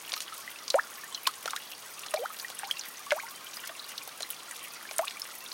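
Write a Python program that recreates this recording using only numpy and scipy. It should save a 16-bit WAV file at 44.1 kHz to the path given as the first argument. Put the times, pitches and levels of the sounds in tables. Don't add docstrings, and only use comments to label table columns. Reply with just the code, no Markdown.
import sys
import numpy as np
from scipy import signal
from scipy.fft import rfft, irfft
from scipy.io import wavfile
from scipy.ndimage import uniform_filter1d

SR = 44100
rng = np.random.default_rng(int(sys.argv[2]) if len(sys.argv) > 2 else 0)


def wav_out(sig):
    wavfile.write(sys.argv[1], SR, np.round(np.clip(np.atleast_2d(sig).T, -1, 1) * 32767).astype(np.int16))


N = 243873

# frequency_hz, level_db
RAIN_SPECTRUM = [(20, -23), (55, -24), (100, -12.5), (165, -7.5), (300, -4), (800, -1), (1160, 1),
                 (1650, -4), (3200, -4), (4000, -5), (7000, -7), (10000, -8), (13000, -13), (16000, -11)]
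# frequency_hz, level_db
PATTER_SPECTRUM = [(700, -3), (1300, -0.5), (3000, 4), (5000, 1), (9000, 2.5), (15000, 3.5)]
# frequency_hz, level_db
TRICKLE_SPECTRUM = [(1000, 1.5), (1180, 4), (1600, -0.5), (2500, 2), (3400, 0.5)]
# start_s, level_db, centre_hz, width_octaves
LEAF_DROPS = [ (0.094, -32.5, 2800, 2.9), (.12, -24.5, 4020, 0.74), (0.131, -29.5, 3700, 3.24),
              (0.1387, -18.5, 3180, 1.3), (0.1642, -29.5, 3000, 3), (0.1774, -29, 3700, 1.1),
              (0.2048, -24, 4300, 2), (.2173, -31.5, 6000, 1.6), (0.2222, -32, 6000, 1.4),
              (.279, -37, 3100, 0.3), (.379, -33.5, 9000, 2), (.68, -25, 4860, 0.96),
              (0.7025, -18.5, 5340, 1.34), (.757, -27, 8600, 0.5), (1.1468, -29.5, 5140, 0.62),
              (1.268, -23, 3380, 0.88), (1.2702, -18.5, 3850, 0.45), (1.2731, -16, 5800, 2),
              (1.4577, -23.5, 2080, 3.24), (1.478, -30, 4200, 1.8), (1.507, -25.5, 5670, 1.7),
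              (1.5629, -24.5, 3730, 2.78), (1.9933, -34, 6530, 1), (2.063, -33, 2570, 3.1),
              (2.1092, -32, 9400, 0.52), (2.141, -23, 4000, 3), (2.161, -33.5, 4230, .5),
              (2.3885, -35, 4330, 1.9), (2.3986, -28.5, 4366, 0.61), (2.5012, -32.5, 1870, 4.8),
              (2.712, -28, 4600, 2.7), (2.794, -25.5, 6300, 0.38), (2.811, -32, 4370, 0.36),
              (2.886, -32, 13500, 1.1), (3.1072, -19.5, 2500, 1.5), (3.113, -23, 2250, 0.28),
              (3.1207, -27.5, 4500, 2.4), (3.5602, -36, 10500, 1.4), (3.6742, -27.5, 6870, 3),
              (3.7947, -34.5, 4200, 0.3), (3.892, -34.5, 5300, 2.6), (3.9798, -26, 4250, 0.6),
              (4.076, -31, 9400, 3.4), (4.2059, -28, 2572, 3.16), (4.223, -27, 6000, 1.23),
              (4.511, -30.5, 8494, .6), (4.9114, -28.5, 2346, 3.1), (4.9632, -32, 9200, 0.33),
              (4.9832, -16.5, 8850, 1.03), (5.0524, -34, 9000, 0.65), (5.0805, -24, 3320, 0.59),
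              (5.109, -30.5, 2800, 1.3), (5.197, -30, 7900, 2.88), (5.462, -37, 3530, 0.26),
              (5.517, -31.5, 4470, 0.45)]
# start_s, pitch_hz, peak_db
SMALL_BUBBLES = [ (0.1663, 1225, -34.5), (.323, 1276, -33), (.477, 1980, -30.5), (0.559, 2600, -35.5),
                 (.704, 4430, -17), (.706, 3870, -21), (1.036, 1760, -34), (1.1469, 4010, -23.5),
                 (1.151, 3250, -30.5), (1.176, 2960, -33.5), (1.255, 2490, -30), (1.27, 3130, -19.5),
                 (1.5632, 3850, -25.5), (2.172, 2320, -31), (2.302, 1240, -35.5), (2.4464, 1880, -28.5),
                 (2.5904, 8660, -22.5), (2.7112, 3190, -15.5), (3.066, 1114, -34.5), (3.233, 894, -35.5),
                 (3.468, 3090, -35), (3.569, 4900, -29), (4.016, 2400, -38), (4.2303, 4000, -23.5),
                 (4.3037, 14300, -22), (4.3083, 10560, -21.5), (4.852, 1690, -35.5), (4.89, 2320, -34),
                 (5.074, 2520, -31), (5.17, 2320, -35), (5.2184, 5260, -21.5)]
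# start_s, life_s, low_hz, end_hz, open_db, close_db, pop_db
AIR_POCKETS = [ (0.7422, 0.0293, 489, 907, -16.5, -59, -22.5), (.773, 0.025, 714, 1670, -36, -24, -55),
               (1.2729, .023, 1004, 1320, -21, -42, -22), (1.477, 0.0079, 1300, 1434, -35, -31, -32),
               (1.5335, 0.046, 1020, 2260, -29.5, -40, -28), (2.1387, .043, 600, 860, -22.5, -36, -22.5),
               (2.188, .074, 469.6, 1610, -37, -31.5, -48), (2.6331, .074, 772, 2000, -31.5, -42.5, -29),
               (3.1196, 0.086, 589, 2520, -18.5, -35, -18), (3.694, 0.025, 627, 720, -41, -61, -33),
               (4.9912, 0.055, 634, 1430, -21, -34, -19.5)]

CUTOFF_HZ = 16000
TIME_S = np.arange(N) / SR
DROP_S = TIME_S[:SR // 8]

SPLASH_DECAY_S, SPLASH_REF_DB, SPLASH_HALVING_DB = 0.0038, -27.5, 28
PING_CYCLES, PING_REF_DB, PING_HALVING_DB = 9.2, -25, 31
BEND_PER_S, BEND_BASE = 30, 0.623
HOLD_S, HOLD_REF_HZ, HOLD_POWER = 0.0086, 611, 2.6
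WAIST_DB = -2


def from_db(db):
    return 10 ** (np.asarray(db) / 20)


def rms_one(x):
    return x / np.sqrt(np.mean(x ** 2) + 1e-20)


def at_hz(points, hz):
    known_hz, db = np.transpose(points)
    return np.interp(np.log(np.maximum(hz, 1)), np.log(known_hz), db)


def band(x, centre_hz, octaves, order=1):
    low_hz = centre_hz * 2 ** (-octaves / 2)
    high_hz = min(centre_hz * 2 ** (octaves / 2), .47 * SR)
    sos = signal.butter(order, [low_hz, high_hz], "band", fs=SR, output="sos")
    return signal.sosfilt(sos, x + 1e-18)


def highpass(x, cutoff_hz):
    sos = signal.butter(4, cutoff_hz, "high", fs=SR, output="sos")
    return signal.sosfilt(sos, x + 1e-18)


def sine(pitch_hz):
    return np.sin(2 * np.pi * np.cumsum(pitch_hz) / SR)


def add(out, start_s, sound):
    start = max(int(start_s * SR), 0)
    out[start:start + len(sound)] += sound[:max(N - start, 0)]


def far_rain(level_db=-48.0):
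    gain = from_db(at_hz(RAIN_SPECTRUM, np.arange(N // 2 + 1) * SR / N))
    noise_spectrum = rfft(rng.standard_normal(N))
    hiss = rms_one(irfft(noise_spectrum * gain, N))
    return hiss * from_db(level_db)


def tap(centre_hz, octaves, decay_s, spray=0.34, wet_s=0.0045, build_s=0.0003,
        crack_db=-24, crack_octaves=1.7):
    envelope = np.exp(-DROP_S / decay_s) * (1 - np.exp(-DROP_S / build_s))
    splash = rng.standard_normal(len(DROP_S)) * envelope
    force = spray * decay_s / wet_s * splash
    force[0] += 2
    body = band(force, centre_hz, octaves, order=2)
    crack = band(force, centre_hz, octaves + crack_octaves, order=2)
    sound = body + from_db(crack_db) * crack
    peak_rms = np.sqrt(uniform_filter1d(sound ** 2, SR // 1000).max())
    return sound / peak_rms


def patter(count=520, level_db=-43, spread_db=13, octaves=0.88, decay_s=0.0035,
           rebound_db=-4, rebound_max_s=.035):
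    out = np.zeros(N)
    for when, distance, colour, splash, limpness, flight, size in rng.random((count, 7)):
        start_s = when * N / SR
        leaf_hz = np.interp(colour, [0, .2, .6, 1], [1200, 3200, 7500, 14500])
        drop_db = level_db + at_hz(PATTER_SPECTRUM, leaf_hz) + spread_db * (.5 - np.sqrt(distance))
        width_octaves = octaves * (0.32 + 2 * limpness ** 2)
        first = tap(leaf_hz, width_octaves, decay_s * (.5 + splash))
        add(out, start_s, from_db(drop_db) * first)
        rebound = tap(leaf_hz * 2 ** (size - .5), width_octaves, decay_s)
        add(out, start_s + rebound_max_s * flight, from_db(drop_db + rebound_db) * rebound)
    return out


def ping(pitch_hz, decay_s, rise=0.019, attack_cycles=0.75):
    rising_hz = pitch_hz * (1 + rise * np.minimum(DROP_S / decay_s, 3))
    swell = (1 - np.exp(-DROP_S * pitch_hz / attack_cycles)) * np.exp(-DROP_S / decay_s)
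    return swell / swell.max() * sine(rising_hz)


def trickle(count=600, level_db=-50, spread_db=7, decay_cycles=12):
    out = np.zeros(N)
    for when, distance, size in rng.random((count, 3)):
        pitch_hz = 1000 * 3.6 ** size
        bubble_db = level_db + at_hz(TRICKLE_SPECTRUM, pitch_hz) + spread_db * (.5 - np.sqrt(distance))
        add(out, when * N / SR, from_db(bubble_db) * ping(pitch_hz, decay_cycles / pitch_hz))
    return out


def fine_spray(count=75, level_db=-40.0, spread_db=7, lowest_hz=7000, octaves=0.71, decay_s=0.0041):
    out = np.zeros(N)
    for when, strength, size in rng.random((count, 3)):
        gain = from_db(level_db + spread_db * (strength - .5))
        add(out, when * N / SR, gain * tap(lowest_hz * 2 ** size, octaves, decay_s))
    return out


def light_taps(count=16, level_db=-38, spread_db=4, lowest_hz=3000, range_octaves=1.7,
               octaves=1.0, decay_s=0.0045):
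    out = np.zeros(N)
    for when, strength, size, limpness in rng.random((count, 4)):
        centre_hz = lowest_hz * 2 ** (range_octaves * size)
        sound = tap(centre_hz, octaves * (.5 + limpness), decay_s)
        add(out, when * N / SR, from_db(level_db + spread_db * (strength - .5)) * sound)
    return out


def thin_tones(count=10, level_db=-51.0, lowest_hz=2300, range_octaves=0.46, decay_s=0.053):
    out = np.zeros(N)
    fade = 1 - (DROP_S / DROP_S[-1]) ** 2
    for when, size in rng.random((count, 2)):
        pitch_hz = lowest_hz * 2 ** (range_octaves * size)
        tone = ping(pitch_hz, decay_s, rise=0.0033, attack_cycles=30)
        add(out, when * N / SR, from_db(level_db) * fade * tone)
    return out


def leaf_taps(flex_db=-8, flex_hz=640, flex_octaves=0.93, flex_decay_s=0.0041, square_octaves=3):
    out = np.zeros(N)
    for start_s, level_db, centre_hz, octaves in LEAF_DROPS:
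        decay_s = SPLASH_DECAY_S * 2 ** ((SPLASH_REF_DB - level_db) / SPLASH_HALVING_DB)
        add(out, start_s, from_db(level_db) * tap(centre_hz, octaves, decay_s))
        if octaves > square_octaves:
            flex = tap(flex_hz, flex_octaves, flex_decay_s)
            add(out, start_s, from_db(level_db + flex_db) * flex)
    return out


def puddle_pings(splash_db=-9, splash_ratio=1.194, splash_octaves=0.68, splash_decay_s=0.0027):
    out = np.zeros(N)
    for start_s, pitch_hz, peak_db in SMALL_BUBBLES:
        decay_s = PING_CYCLES / pitch_hz * 2 ** ((PING_REF_DB - peak_db) / PING_HALVING_DB)
        splash = tap(min(pitch_hz * splash_ratio, .33 * SR), splash_octaves, splash_decay_s)
        sound = ping(pitch_hz, decay_s) + from_db(splash_db) * splash
        add(out, start_s, from_db(peak_db) * sound)
    return out


def waver(step_s):
    return np.interp(DROP_S / step_s, np.arange(128), rng.standard_normal(128))


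def puddle_bloops(overshoot=0.4, settle_s=0.0015, ring_s=0.0055, pop_hz=1250, pop_octaves=1.13,
                  pop_decay_s=0.0035, fade_db=22, wobble_db=3, wobble_pitch=0.1, wobble_s=.0025,
                  lowest_hz=340):
    out = np.zeros(N)
    stages = np.array([.42, .6, .82, .96, 1.06, 1.4])
    for start_s, life_s, low_hz, end_hz, open_db, close_db, pop_db in AIR_POCKETS:
        age = DROP_S / life_s
        unrest = np.clip(age, .3, 1)

        bend = BEND_BASE + BEND_PER_S * life_s
        glide_hz = low_hz * (end_hz / low_hz) ** (np.minimum(age, 1.05) ** bend)
        settling = overshoot * np.exp(-DROP_S / settle_s)
        pitch_hz = glide_hz * (1 + settling + wobble_pitch * unrest * waver(wobble_s))

        hold_s = HOLD_S * (HOLD_REF_HZ / low_hz) ** HOLD_POWER
        opening = from_db(open_db) * np.exp(-np.maximum(DROP_S - hold_s, 0) / ring_s)
        middle_db = close_db + WAIST_DB
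        stage_db = [middle_db, (middle_db + close_db) / 2 + 0.5, close_db,
                    close_db + 3, close_db - fade_db, -100]
        closing = from_db(np.interp(age, stages, stage_db)) * np.minimum(age / stages[0], 1)
        level = (opening + closing) * from_db(wobble_db * unrest * waver(wobble_s))

        pop = from_db(pop_db) * tap(pop_hz, pop_octaves, pop_decay_s)
        add(out, start_s, level * sine(pitch_hz) + pop)
    return highpass(out, lowest_hz)


def undergrowth(x, near_db, far_db, near_decay_s=0.0058, far_decay_s=0.037, build_s=0.0045,
                centre_hz=3500, octaves=4):
    t = TIME_S[:SR // 2]
    near, far = rng.standard_normal((2, len(t))) * (1 - np.exp(-t / build_s))
    near = near * np.exp(-t / near_decay_s)
    far = far * np.exp(-t / far_decay_s)
    echo = from_db(near_db) * near / np.linalg.norm(near) + from_db(far_db) * far / np.linalg.norm(far)
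    return x + band(signal.fftconvolve(x, echo)[:N], centre_hz, octaves)


def scene():
    around = undergrowth(patter() + trickle() + thin_tones(), near_db=-6, far_db=-19.5)
    leaves = fine_spray() + light_taps() + leaf_taps()
    puddle = puddle_pings() + puddle_bloops()
    near = undergrowth(leaves + puddle, near_db=-12, far_db=-21.5)
    return (far_rain() + around + near)[None]


def record(dry, notch_hz=7500, notch_q=17):
    notch_b, notch_a = signal.iirnotch(notch_hz, notch_q, fs=SR)
    dipped = signal.lfilter(notch_b, notch_a, dry)
    top_cut = signal.ellip(10, .2, 80, CUTOFF_HZ, fs=SR, output="sos")
    return signal.sosfilt(top_cut, dipped)


dry = scene()
out = record(dry)
wav_out(out)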